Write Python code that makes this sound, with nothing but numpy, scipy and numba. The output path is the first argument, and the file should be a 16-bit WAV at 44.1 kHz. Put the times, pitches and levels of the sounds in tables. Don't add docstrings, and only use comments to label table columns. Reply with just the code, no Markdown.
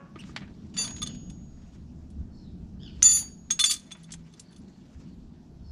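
import sys
import numpy as np
from scipy import signal
from scipy.fft import rfft, irfft, next_fast_len
from scipy.io import wavfile
from scipy.ndimage import uniform_filter1d
from numba import njit

SR = 44100
rng = np.random.default_rng(int(sys.argv[2]) if len(sys.argv) > 2 else 0)


def dump(signal):
    limited = np.clip(np.atleast_2d(signal).T, -1, 1)
    pcm = np.round(limited * 32767).astype(np.int16)
    wavfile.write(sys.argv[1], SR, pcm)


def ratio_of_db(decibels):
    return 10 ** (np.asarray(decibels, float) / 20)


N = 251811

# start_s, level_db
TRAFFIC = [(0.0, -51), (0.25, -45.5), (1.0, -42), (1.02, -38), (1.7, -51.5), (1.76, -48), (2.85, -45),
           (3.94, -55), (4.04, -53), (4.56, -53.5), (4.61, -45), (4.76, -55), (4.83, -47.5), (4.96, -56),
           (5.01, -44.5), (5.17, -51), (5.66, -48.5), (5.71, -53)]
# middle_s, width_s, level_db
SWELLS = [(0.449, 0.017, -60), (1.351, 0.51, -52.5), (2.222, 0.037, -36.5), (2.60, 0.82, -51),
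          (3.051, 0.09, -48), (4.17, 0.049, -52.5), (4.97, 0.027, -45.5), (5.23, 0.078, -48),
          (5.68, 0.08, -46.5)]
# pitch_hz, level_db (per Hz)
RUMBLE_COLOUR = [(11, -33), (18, -1), (32, -4), (80, 5.5), (130, -11.5), (170, -37), (290, -120)]
HUM_COLOUR = [(65, -32.5), (110, -11.5), (130, -4), (200, 4), (398, -23), (433, -29.5), (600, -28.5),
              (780, -53), (1320, -120)]
AIR_COLOUR = [(240, -23.5), (400, 10), (432, -15), (834, -10.5), (886, -19), (1450, -20.5), (2090, -27),
              (3460, -25.5), (4560, -26), (6680, -25), (7210, -44), (10100, -41), (15500, -58.5)]
# start_s, length_s, top_hz, level_db
ENGINE_NOTE = (3.98, .33, 166, -49)
# time_s, pitch_hz, level_db
CROW = [(0, 565.5, -54.5), (.04, 559.6, -64), (.09, 560, -65.5), (.14, 600, -99)]
# start_s, length_s, top_hz, level_db
PARAKEET = [
    (1.02, .12, 1733, -56),
    (2.795, .118, 1740, -53),
]
# start_s, length_s, top_hz, level_db, end_share (of the top pitch)
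SPARROWS = [(2.31, .21, 4500, -69, .76), (2.32, .12, 5320, -71, .98), (4.42, .12, 4600, -69, .98),
            (4.62, .16, 4500, -76, .96), (5.03, .13, 4600, -76, .95), (5.62, .21, 4500, -69, .8),
            (5.63, .12, 5375, -69, .97)]

# start_s, length_s, top_hz, level_db
SQUEAK = (.185, .036, 3000, -48)
# start_s, hold_s, level_db
STROKES = [
    (0.208, 0.17, -66),
    (0.507, 0.22, -75),
    (0.809, 0.022, -50.5),
    (0.896, 0.2, -64.5),
    (1.592, 0.2, -74.5),
    (3.019, 0.22, -61),
    (3.531, 0.32, -70),
    (3.927, 1.16, -73),
]
# pitch_hz, level_db (per Hz)
GRIT_COLOUR = [(290, -34.5), (500, -5.5), (755, -9.5), (909, -5), (1000, -8.5), (1280, -9), (2840, -10.5),
               (6480, -13), (15000, -54)]

# start_s, peak_db
THUDS = [(.157, -41), (.293, -48.5), (.418, -39), (.428, -45.5), (.441, -54), (.477, -47.5), (3.95, -45),
         (4.090, -48), (4.135, -62)]
# start_s, peak_db
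SCUFFS = [(.2372, -43), (.3620, -20), (.374, -32), (.384, -44), (.406, -40), (4.128, -58), (4.137, -37)]
# start_s, peak_db
PICKING_CRACKS = [(.7397, -45), (.7662, -28.5), (.7824, -31), (.8124, -32.5), (.8427, -31), (.8771, -31.5),
                  (.9040, -43), (.9634, -37.5), (.982, -40), (1.0171, -30), (1.0270, -31.5),
                  (1.0613, -35.5), (1.0747, -44), (1.1478, -42), (1.2990, -44)]
# start_s, peak_db
SORTING_CRACKS = [(3.022, -23), (3.083, -34), (3.0994, -37), (3.1448, -41.5), (3.1702, -29.5),
                  (3.2251, -42.5), (3.5035, -22), (3.591, -16), (3.638, -16), (3.694, -35), (3.7362, -43.5),
                  (3.7607, -46), (3.9075, -43), (3.914, -34), (4.106, -40.5), (4.337, -52), (4.529, -53.5)]
# start_s, peak_db
TICKS = [(1.2999, -53.5), (2.1021, -57), (3.026, -19.5), (3.039, -24), (3.1147, -25), (3.1891, -29),
         (3.5068, -24), (3.5927, -16.5), (3.6477, -22), (3.6574, -17), (3.709, -13.5), (3.738, -24.5),
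         (3.766, -47), (3.7954, -43.5), (4.0335, -49), (4.12, -39.5), (4.3946, -41), (4.5614, -54)]

# pitch_hz, t60_s, grip_share, level_db
CASE = [(326, 0.028, 0, 4.8), (1224, 0.031, 0, 0.5)]
# start_s, peak_db
CASE_KNOCKS = [
    (0.16, -38.5),
    (0.293, -46.5),
]
# pitch_hz, t60_s, grip_share, level_db
TIP = [(6220, 0.025, 0.0013, -1), (6870, 0.015, 0.0011, -1)]
# start_s, peak_db
TIP_PINGS = [
    (3.0288, -5.5),
    (3.5088, -25),
    (0.31, -64),
]

# pitch_hz, t60_s, grip_share, rolling_db, tapped_db
NUT = [(3300, .02, 0, -13, -14), (5530, .022, 0, -2, -16), (6330, .028, 0, -1, -8),
       (7030, .025, 0, -1, -18), (7580, .04, 0, 0, -8), (8040, .022, 0, -1, -14), (9810, .06, 0, -10, 0)]
# start_s, peak_db
NUT_ROLLS = [(3.664, -41), (3.712, -34), (3.718, -41), (3.740, -38), (3.768, -60), (4.1195, -42),
             (4.124, -45.5), (4.131, -52), (4.137, -40), (4.144, -65), (4.397, -48.5)]
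# start_s, peak_db
NUT_TAPS = [(3.968, -66), (4.030, -63), (4.325, -64), (4.397, -61), (4.508, -65), (4.522, -66),
            (4.567, -68), (4.58, -63)]

# pitch_hz, t60_s
BAR = [(1220, .12), (2994, .04), (3455, .12), (3498, .12), (4264, .12), (4570, .04), (6230, .12),
       (6587, .14), (7480, .06), (8583, .09), (9076, .12), (10030, .1), (11910, .07), (13980, .08)]
# side_db, end_db, head_db (where struck), brushed_db, picked_db
BAR_STRENGTHS = [(-25.5, -18.5, -24, -21, -10.5), (-32.5, -12, -30, -17.5, -18), (-18.5, -21, 0, -5, -17),
                 (-14, 3.5, -7.5, -9, -2), (-22, 1, -24.5, -11, -22), (-23, -28, -28.5, -11, -13),
                 (-16, -5, -6.5, -9.5, -18), (-1.5, -5.5, -9, -14, -22), (-34, -22.5, -22, -24, -28),
                 (-24, -12, -9, -17, -15), (-36, -10, -27.5, -27, -19), (-23.5, -6, -15.5, -18.5, -12),
                 (-37.5, -29.5, -37, -44, -46), (-38, -22, -33.5, -43, -31)]
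# start_s, peak_db
BAR_ON_SIDE = [(1.0291, -22.5), (1.2989, -40.5), (3.5045, -34.5), (3.5080, -15), (3.515, -29),
               (3.6450, -21.5), (3.654, -35), (4.0440, -50)]
# start_s, peak_db
BAR_ON_END = [(3.5915, -31), (3.5970, -25), (3.6040, -23), (3.611, -23), (3.622, -38)]
# start_s, peak_db
BAR_ON_HEAD = [(3.6401, -10.5), (3.708, -46), (3.918, -36.5)]
# start_s, peak_db
BAR_BRUSHED = [(.846, -26.5), (.877, -49), (.906, -42), (0.963, -45), (1.065, -36), (1.072, -25.5),
               (1.080, -48), (3.697, -19.5), (3.720, -23.5), (3.732, -26.5), (3.762, -37.5), (3.795, -47),
               (3.83, -57), (3.865, -55), (4.042, -46), (4.337, -44), (4.527, -55.5), (4.545, -57),
               (4.563, -47)]
# start_s, peak_db
BAR_PICKED = [(1.019, -29), (1.026, -24.5)]
# start_s, loose_s, loose_db_per_s, firm_db_per_s
BAR_GRIP = [
    (1.00, 0.021, 280.8, 1200),
    (3.00, .65, 40, 400),
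    (3.77, 0.15, 30, 1400),
]

# pitch_hz, t60_s (when free), grip_share (of the grip's damping)
SPANNER = [(1281, .47, 1.2), (1938, .63, 1.3), (2706, .7, 1.2), (3508, .8, 1.1), (4583, 1.8, 1.6),
           (4615, 1.8, .33), (6671, 1.0, .25), (6686, 1.9, .01), (7004, .7, .72), (9503, .8, .3)]
# lifted_db, first_touch_db, dropped_db, jostled_db
SPANNER_STRENGTHS = [(-28.5, -40.5, -30.5, -46.5), (-21, -43, -29.5, -45.5), (-13, -41.5, -26.5, -29),
                     (-11, -35, -18, -32), (-15, -40, -11, -22), (-4, -40, -15, -12), (-31, -13, -6, -27),
                     (-12, -42, -42, -46.5), (-1, -10, 6, -8.5), (-25, -26, -19.5, -31.5)]
# pitch_hz, t60_s, grip_share
JAWS = [(6118, 1.0, .8), (7477, .6, .8), (8123, .8, .8), (8940, .7, .5), (9071, .9, .4), (9692, 1.0, .8),
        (11206, 3.1, 1.4), (12520, .6, .6), (12792, 3.1, 1.3), (13520, 1.2, .7), (13770, .9, .25),
        (14309, 1.5, .9), (14500, .9, .5), (15411, .2, 1.5)]
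# lifted_db, first_touch_db, dropped_db, jostled_db, rocking_db
JAWS_STRENGTHS = [(-3, -10, -11, -18, -15), (-26, -35, -32, -30, -34), (-34, -39, -36, -30, -38),
                  (-22, -37, -28, -27, -31), (-30, -41, -38, -26, -38), (-7, -16, -21, -17, -10),
                  (-44, -48, -36, -34, -19), (-42, -43, -40, -36, -38), (-42, -47, -42, -38, -27),
                  (-46, -41, -36, -36, -37), (-56, -43, -38, -38, -40), (-29, -39, -41, -38, -31),
                  (-44, -46, -45, -40, -45), (-80, -60, -36, -48, -80)]
# start_s, peak_db
SPANNER_LIFTED = [(.7402, -52), (.7680, -48), (.7741, -27.5), (.7830, -27.5), (.7950, -40), (.8080, -40),
                  (.8300, -52), (.8790, -57), (.9070, -54)]
# start_s, peak_db
JAWS_LIFTED = [(.772, -36), (.783, -30.5), (.797, -65), (.812, -30), (.828, -50), (.845, -47)]
# start_s, peak_db
FIRST_TOUCH = [(3.0262, -12)]
# start_s, peak_db
DROPPED = [(3.0390, -18), (3.0500, -17), (3.070, -35.5), (3.084, -23), (3.1170, -31.5), (3.1450, -25),
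           (3.174, -35)]
# start_s, peak_db
ROCKING = [(3.1050, -21.5), (3.129, -17), (3.144, -14.5), (3.165, -34.5), (3.185, -24.5)]
# start_s, peak_db
JOSTLED = [(3.6570, -16.5), (3.678, -27), (3.689, -22), (3.699, -14), (3.7370, -31), (3.76, -42)]
# start_s, loose_s, loose_db_per_s, firm_db_per_s
SPANNER_GRIP = [
    (.70, .115, 55, 1200),
    (3.00, .155, 10, 500),
    (3.63, .068, 120, 3000),
]
# start_s, loose_s, loose_db_per_s, firm_db_per_s
JAW_GRIP = [
    (.70, .145, 30, 700),
    (3.00, .19, 5, 850),
    (3.63, .085, 120, 1500),
]

AIR_DB, RUMBLE_UNDER_HUM_DB = -64, -8
UNDERSIDE_T60_S, STREET_T60_S = .13, .6
THUD_HZ, SCUFF_HZ, CRACK_HZ, TICK_HZ = 1440, 2110, 3220, 6400
THUD_T60_S, SCUFF_T60_S, CRACK_T60_S, TICK_T60_S = .18, .034, .06, .12
STROKE_RISE_S, STROKE_FALL_S, STROKE_EDGE_DB = .07, .09, -16
SPANNER_CLOSE_S, JAW_CLOSE_S, BAR_CLOSE_S, LET_GO_S = .05, .04, .04, .03
SAG_POWER = 1.4
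SWAY_S, SWAY_PER_S = .00002, 10
BITE_DB = 4


def rms_one(x):
    return x / np.sqrt(np.mean(x ** 2) + 1e-20)


def in_time(rows, silent=None):
    s, *columns = np.transpose(rows)
    t = np.arange(N) / SR
    return [np.interp(t, s, column, silent, silent) for column in columns]


def drift(rate):
    r = np.exp(-80 * np.pi * rate / SR)
    white = rng.standard_normal(N // 40 + 2002)
    slow = signal.lfilter([1], [1, -2 * r, r * r], white)[2000:]
    return np.interp(np.arange(N) / 40, np.arange(len(slow)), rms_one(slow))


def lowpass(x, order, hz):
    return signal.sosfilt(signal.butter(order, hz, fs=SR, output="sos"), x)


def bandpass(x, order, low_hz, high_hz):
    return signal.sosfilt(signal.butter(order, [low_hz, high_hz], "band", fs=SR, output="sos"), x)


def coloured(source, spectrum, patchy_db, rate):
    hz, db = np.transpose(spectrum)
    edges = hz[0] * 2 ** np.arange(0, np.log2(hz[-1] / hz[0]) + 1 / 3, 1 / 3)
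    out = 0
    for k, (low, high) in enumerate(zip(edges, edges[1:])):
        band = bandpass(source[k % 2], 2, low, min(high, .45 * SR))
        level_db = np.interp(np.log(low * high) / 2, np.log(hz), db)
        out = out + band * ratio_of_db(level_db + patchy_db * drift(rate))
    return rms_one(out)


def arch(note, start, end, top_at, edge_s, edge_db):
    s, length_s, hz, db = note
    t = np.linspace(0, length_s, 16)
    rising = t < top_at * length_s
    away = np.where(rising, 1 - t / (top_at * length_s), (t / length_s - top_at) / (1 - top_at))
    drop = np.where(rising, (1 - start) * away ** 2, (1 - end) * away ** SAG_POWER)
    level = db + np.interp(t, [0, edge_s, length_s - edge_s, length_s], [edge_db, 0, 0, edge_db])
    return np.transpose([s + t, hz * (1 - drop), level])


def call(rows, partials_db, wobble, rough):
    hz, db = in_time(rows)[0], in_time(rows, -200)[1]
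    phase = 2 * np.pi * np.cumsum(hz * (1 + wobble * drift(310))) / SR
    tone = sum(ratio_of_db(level_db) * np.sin(k * phase) for k, level_db in partials_db)
    return ratio_of_db(db) * tone * (1 + rough * drift(220))


def far_walls(x, t60, first_s):
    t = np.arange(SR) / SR
    tail = rng.standard_normal(SR) * ratio_of_db(-60 * t / t60) * (t > first_s)
    return signal.fftconvolve(x, tail / np.sqrt(np.sum(tail ** 2)))[:N]


def car_underside(x, t60, shortest_s, longest_s, dull_hz):
    size = next_fast_len(N + SR)
    hz = np.fft.rfftfreq(size, 1 / SR)
    total = 0
    for k, lag in enumerate(np.geomspace(shortest_s, longest_s, 8)):
        loop = ratio_of_db(-60 * lag / t60) * np.exp(-2j * np.pi * hz * lag) / (1 + 1j * hz / dull_hz)
        total = total + (-1) ** k * loop / (1 - loop)
    return irfft(rfft(x, size) * total, size)[:N]


@njit
def resonate(clicks, swell, loss):
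    out, contact, energy = np.zeros(len(clicks)), 0., 0.
    for i in range(len(clicks)):
        contact = contact * swell + clicks[i] ** 2
        energy = energy * loss[i] ** 2 + contact * (1 - swell) + 1e-30
        out[i] = np.sqrt(energy)
    return out


def struck(modes, blow_groups, spread_db, swell_s, grip, bite_db=0):
    out = np.zeros(N)
    t = np.arange(N) / SR + SWAY_S * drift(SWAY_PER_S)
    luck = [rng.standard_normal((len(blows), len(modes))) for blows in blow_groups]
    for m, (hz, t60, share, *levels_db) in enumerate(modes):
        clicks, bites_db = np.full(N, 1e-18), np.zeros(N)
        for blows, level_db, chance in zip(blow_groups, levels_db, luck):
            s, db = np.transpose(blows)
            at = (s * SR).astype(int)
            np.add.at(clicks, at, ratio_of_db(db + level_db + spread_db * chance[:, m]))
            bites_db[at - 64] = bite_db * np.abs(chance[:, m - 1]) * np.clip(share, 0, 1)
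        damping_db_per_s = 60 / max(t60, .01) + max(share, 0) * grip
        loss = ratio_of_db(-damping_db_per_s / SR - uniform_filter1d(bites_db, size=128))
        ring = resonate(clicks, np.exp(-1 / (swell_s * SR)), loss)
        out += ring * np.sin(2 * np.pi * hz * t)
    return out


def grip_damping(rows, close_s):
    points, firm = [], rows[0][2]
    for s, loose_s, loose, next_firm in rows:
        points += [(s - LET_GO_S, firm), (s, loose)]
        points += [(s + loose_s, loose), (s + loose_s + close_s, next_firm)]
        firm = next_firm
    return np.maximum(in_time(points)[0], 0)


def with_levels(modes, levels_db):
    return [(*mode, *db) for mode, db in zip(modes, levels_db)]


def chatter(ring, buzz_db):
    loudness = np.sqrt(np.abs(uniform_filter1d(ring ** 2, size=256)))
    buzz = bandpass(rng.standard_normal(N), 4, 3500, 9800)
    return ring + ratio_of_db(buzz_db + 3.7 * drift(40)) * loudness * rms_one(buzz)


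def street():
    hum_db, t = in_time(TRAFFIC)[0], np.arange(N) / SR
    swells = sum(ratio_of_db(db) * np.exp(-((t - s) / width_s) ** 2) for s, width_s, db in SWELLS)
    white = rng.standard_normal((3, 2, N))
    deep = ratio_of_db(hum_db + RUMBLE_UNDER_HUM_DB) + swells
    rumble = deep * coloured(white[0], RUMBLE_COLOUR, patchy_db=2.5, rate=2.6)
    hum = ratio_of_db(hum_db) * coloured(white[1], HUM_COLOUR, patchy_db=1.0, rate=1.0)
    hiss = ratio_of_db(AIR_DB) * coloured(white[2], AIR_COLOUR, patchy_db=2.0, rate=8.3)
    course = arch(ENGINE_NOTE, start=1.0, end=0.96, top_at=0.6, edge_s=0.032, edge_db=-12.0)
    engine = call(course, [(1, 3.0), (2, -47.5)], wobble=0.0038, rough=0.041)
    return rumble + hum + hiss + engine


def birds():
    crow = call(CROW, [(1, 2.5), (1.5, -8.0), (2, 3.0), (2.5, -5.0), (3, -3.0), (4, -14), (4.5, -15), (5, -16)],
                wobble=0.038, rough=0.6)
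    calls = crow
    for note in PARAKEET:
        course = arch(note, start=.84, end=.68, top_at=.32, edge_s=.04, edge_db=-16)
        calls = calls + call(course, [(1, -14.0), (2, 1.5), (3, -4.0), (4, -17.5)], wobble=.026, rough=1.0)
    for *note, end_share in SPARROWS:
        course = arch(note, start=1.0, end=end_share, top_at=0.33, edge_s=0.035, edge_db=-15.5)
        calls = calls + call(course, [(0.98, 0.0094)], wobble=.025, rough=0.78)
    return calls + ratio_of_db(-4) * far_walls(calls, STREET_T60_S, first_s=.015)


def sole_squeak():
    course = arch(SQUEAK, start=.66, end=.75, top_at=.5, edge_s=.008, edge_db=-12)
    return call(course, [(1, 0.5), (2, -10.0), (3, -12.5), (4, -29), (5, -42)], wobble=0.058, rough=0.34)


def scrape():
    sizes = ratio_of_db(1.9 * np.minimum(rng.exponential(1, (2, N)), 5)) * rng.choice([-1, 1], (2, N))
    grains_per_s = 3000 * ratio_of_db(5 * drift(25))
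    grains = sizes * (rng.random((2, N)) < grains_per_s / SR)
    level = 0
    for s, hold_s, db in STROKES:
        stroke = [(s - STROKE_RISE_S, db + STROKE_EDGE_DB), (s, db), (s + hold_s, db),
                  (s + hold_s + STROKE_FALL_S, db + STROKE_EDGE_DB)]
        level = level + ratio_of_db(in_time(stroke, -200)[0])
    return ratio_of_db(4.0) * level * coloured(grains, GRIT_COLOUR, patchy_db=3.0, rate=21)


def cracks():
    kinds = [(THUDS, THUD_HZ, THUD_T60_S), (SCUFFS, SCUFF_HZ, SCUFF_T60_S),
             (PICKING_CRACKS + SORTING_CRACKS, CRACK_HZ, CRACK_T60_S), (TICKS, TICK_HZ, TICK_T60_S)]
    out, t = np.zeros(N), np.arange(SR // 5) / SR
    for rows, hz, t60 in kinds:
        tail = ratio_of_db(-60 * t / 0.034) + 0.73 * ratio_of_db(-60 * t / max(t60, .01))
        shape = (1 - np.exp(-t / 0.00067)) * tail
        for s, db in rows:
            noise = rng.standard_normal(len(t))
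            body = signal.sosfilt(signal.butter(2, hz / 1.97, "high", fs=SR, output="sos"), noise)
            body = lowpass(body, 3, min(hz * 1.72, 15000))
            body = lowpass(body, 8, 10300) + .011 * body
            out[int(s * SR):][:len(t)] += ratio_of_db(db - 10.0) * rms_one(body) * shape
    return out


def tool_case(held):
    case = struck(CASE, [CASE_KNOCKS], spread_db=1.0, swell_s=0.00097, grip=held)
    return case + struck(TIP, [TIP_PINGS], spread_db=-1.5, swell_s=0.00023, grip=held)


def loose_nut(held):
    nut = struck(NUT, [NUT_ROLLS, NUT_TAPS], spread_db=4.5, swell_s=0.0015, grip=held, bite_db=BITE_DB)
    return lowpass(chatter(nut, buzz_db=-6), 8, 10400)


def socket_bar(held):
    modes = [(hz, t60, 1, *db) for hz, t60, *db in with_levels(BAR, BAR_STRENGTHS)]
    blows = [BAR_ON_SIDE, BAR_ON_END, BAR_ON_HEAD, BAR_BRUSHED, BAR_PICKED]
    bar = struck(modes, blows, spread_db=1.3, swell_s=0.0012, grip=held, bite_db=BITE_DB)
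    return chatter(bar, buzz_db=-17.5)


def spanner():
    shaft = struck(with_levels(SPANNER, SPANNER_STRENGTHS), [SPANNER_LIFTED, FIRST_TOUCH, DROPPED, JOSTLED],
                   spread_db=1.2, swell_s=.004, grip=grip_damping(SPANNER_GRIP, SPANNER_CLOSE_S),
                   bite_db=BITE_DB)
    jaws = struck(with_levels(JAWS, JAWS_STRENGTHS), [JAWS_LIFTED, FIRST_TOUCH, DROPPED, JOSTLED, ROCKING],
                  spread_db=2.5, swell_s=.005, grip=grip_damping(JAW_GRIP, JAW_CLOSE_S), bite_db=BITE_DB)
    return chatter(shaft + jaws, buzz_db=-29.5)


def scene():
    held = grip_damping(BAR_GRIP, BAR_CLOSE_S)
    tools = tool_case(held) + loose_nut(held) + socket_bar(held) + spanner()
    near = sole_squeak() + scrape() + cracks() + tools
    near = near + ratio_of_db(-21) * car_underside(near, UNDERSIDE_T60_S, .0031, .0117, dull_hz=9000)
    far = ratio_of_db(-38) * far_walls(near, STREET_T60_S, first_s=0.017)
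    return np.tile(street() + birds() + near + far, (2, 1))


def top_cut(x):
    return signal.sosfilt(signal.butter(12, 16440, fs=SR, output="sos"), x)


def record(dry):
    heard = lowpass(dry, 10, 15300)
    return top_cut(heard)


dry = scene()
out = record(dry)
dump(out)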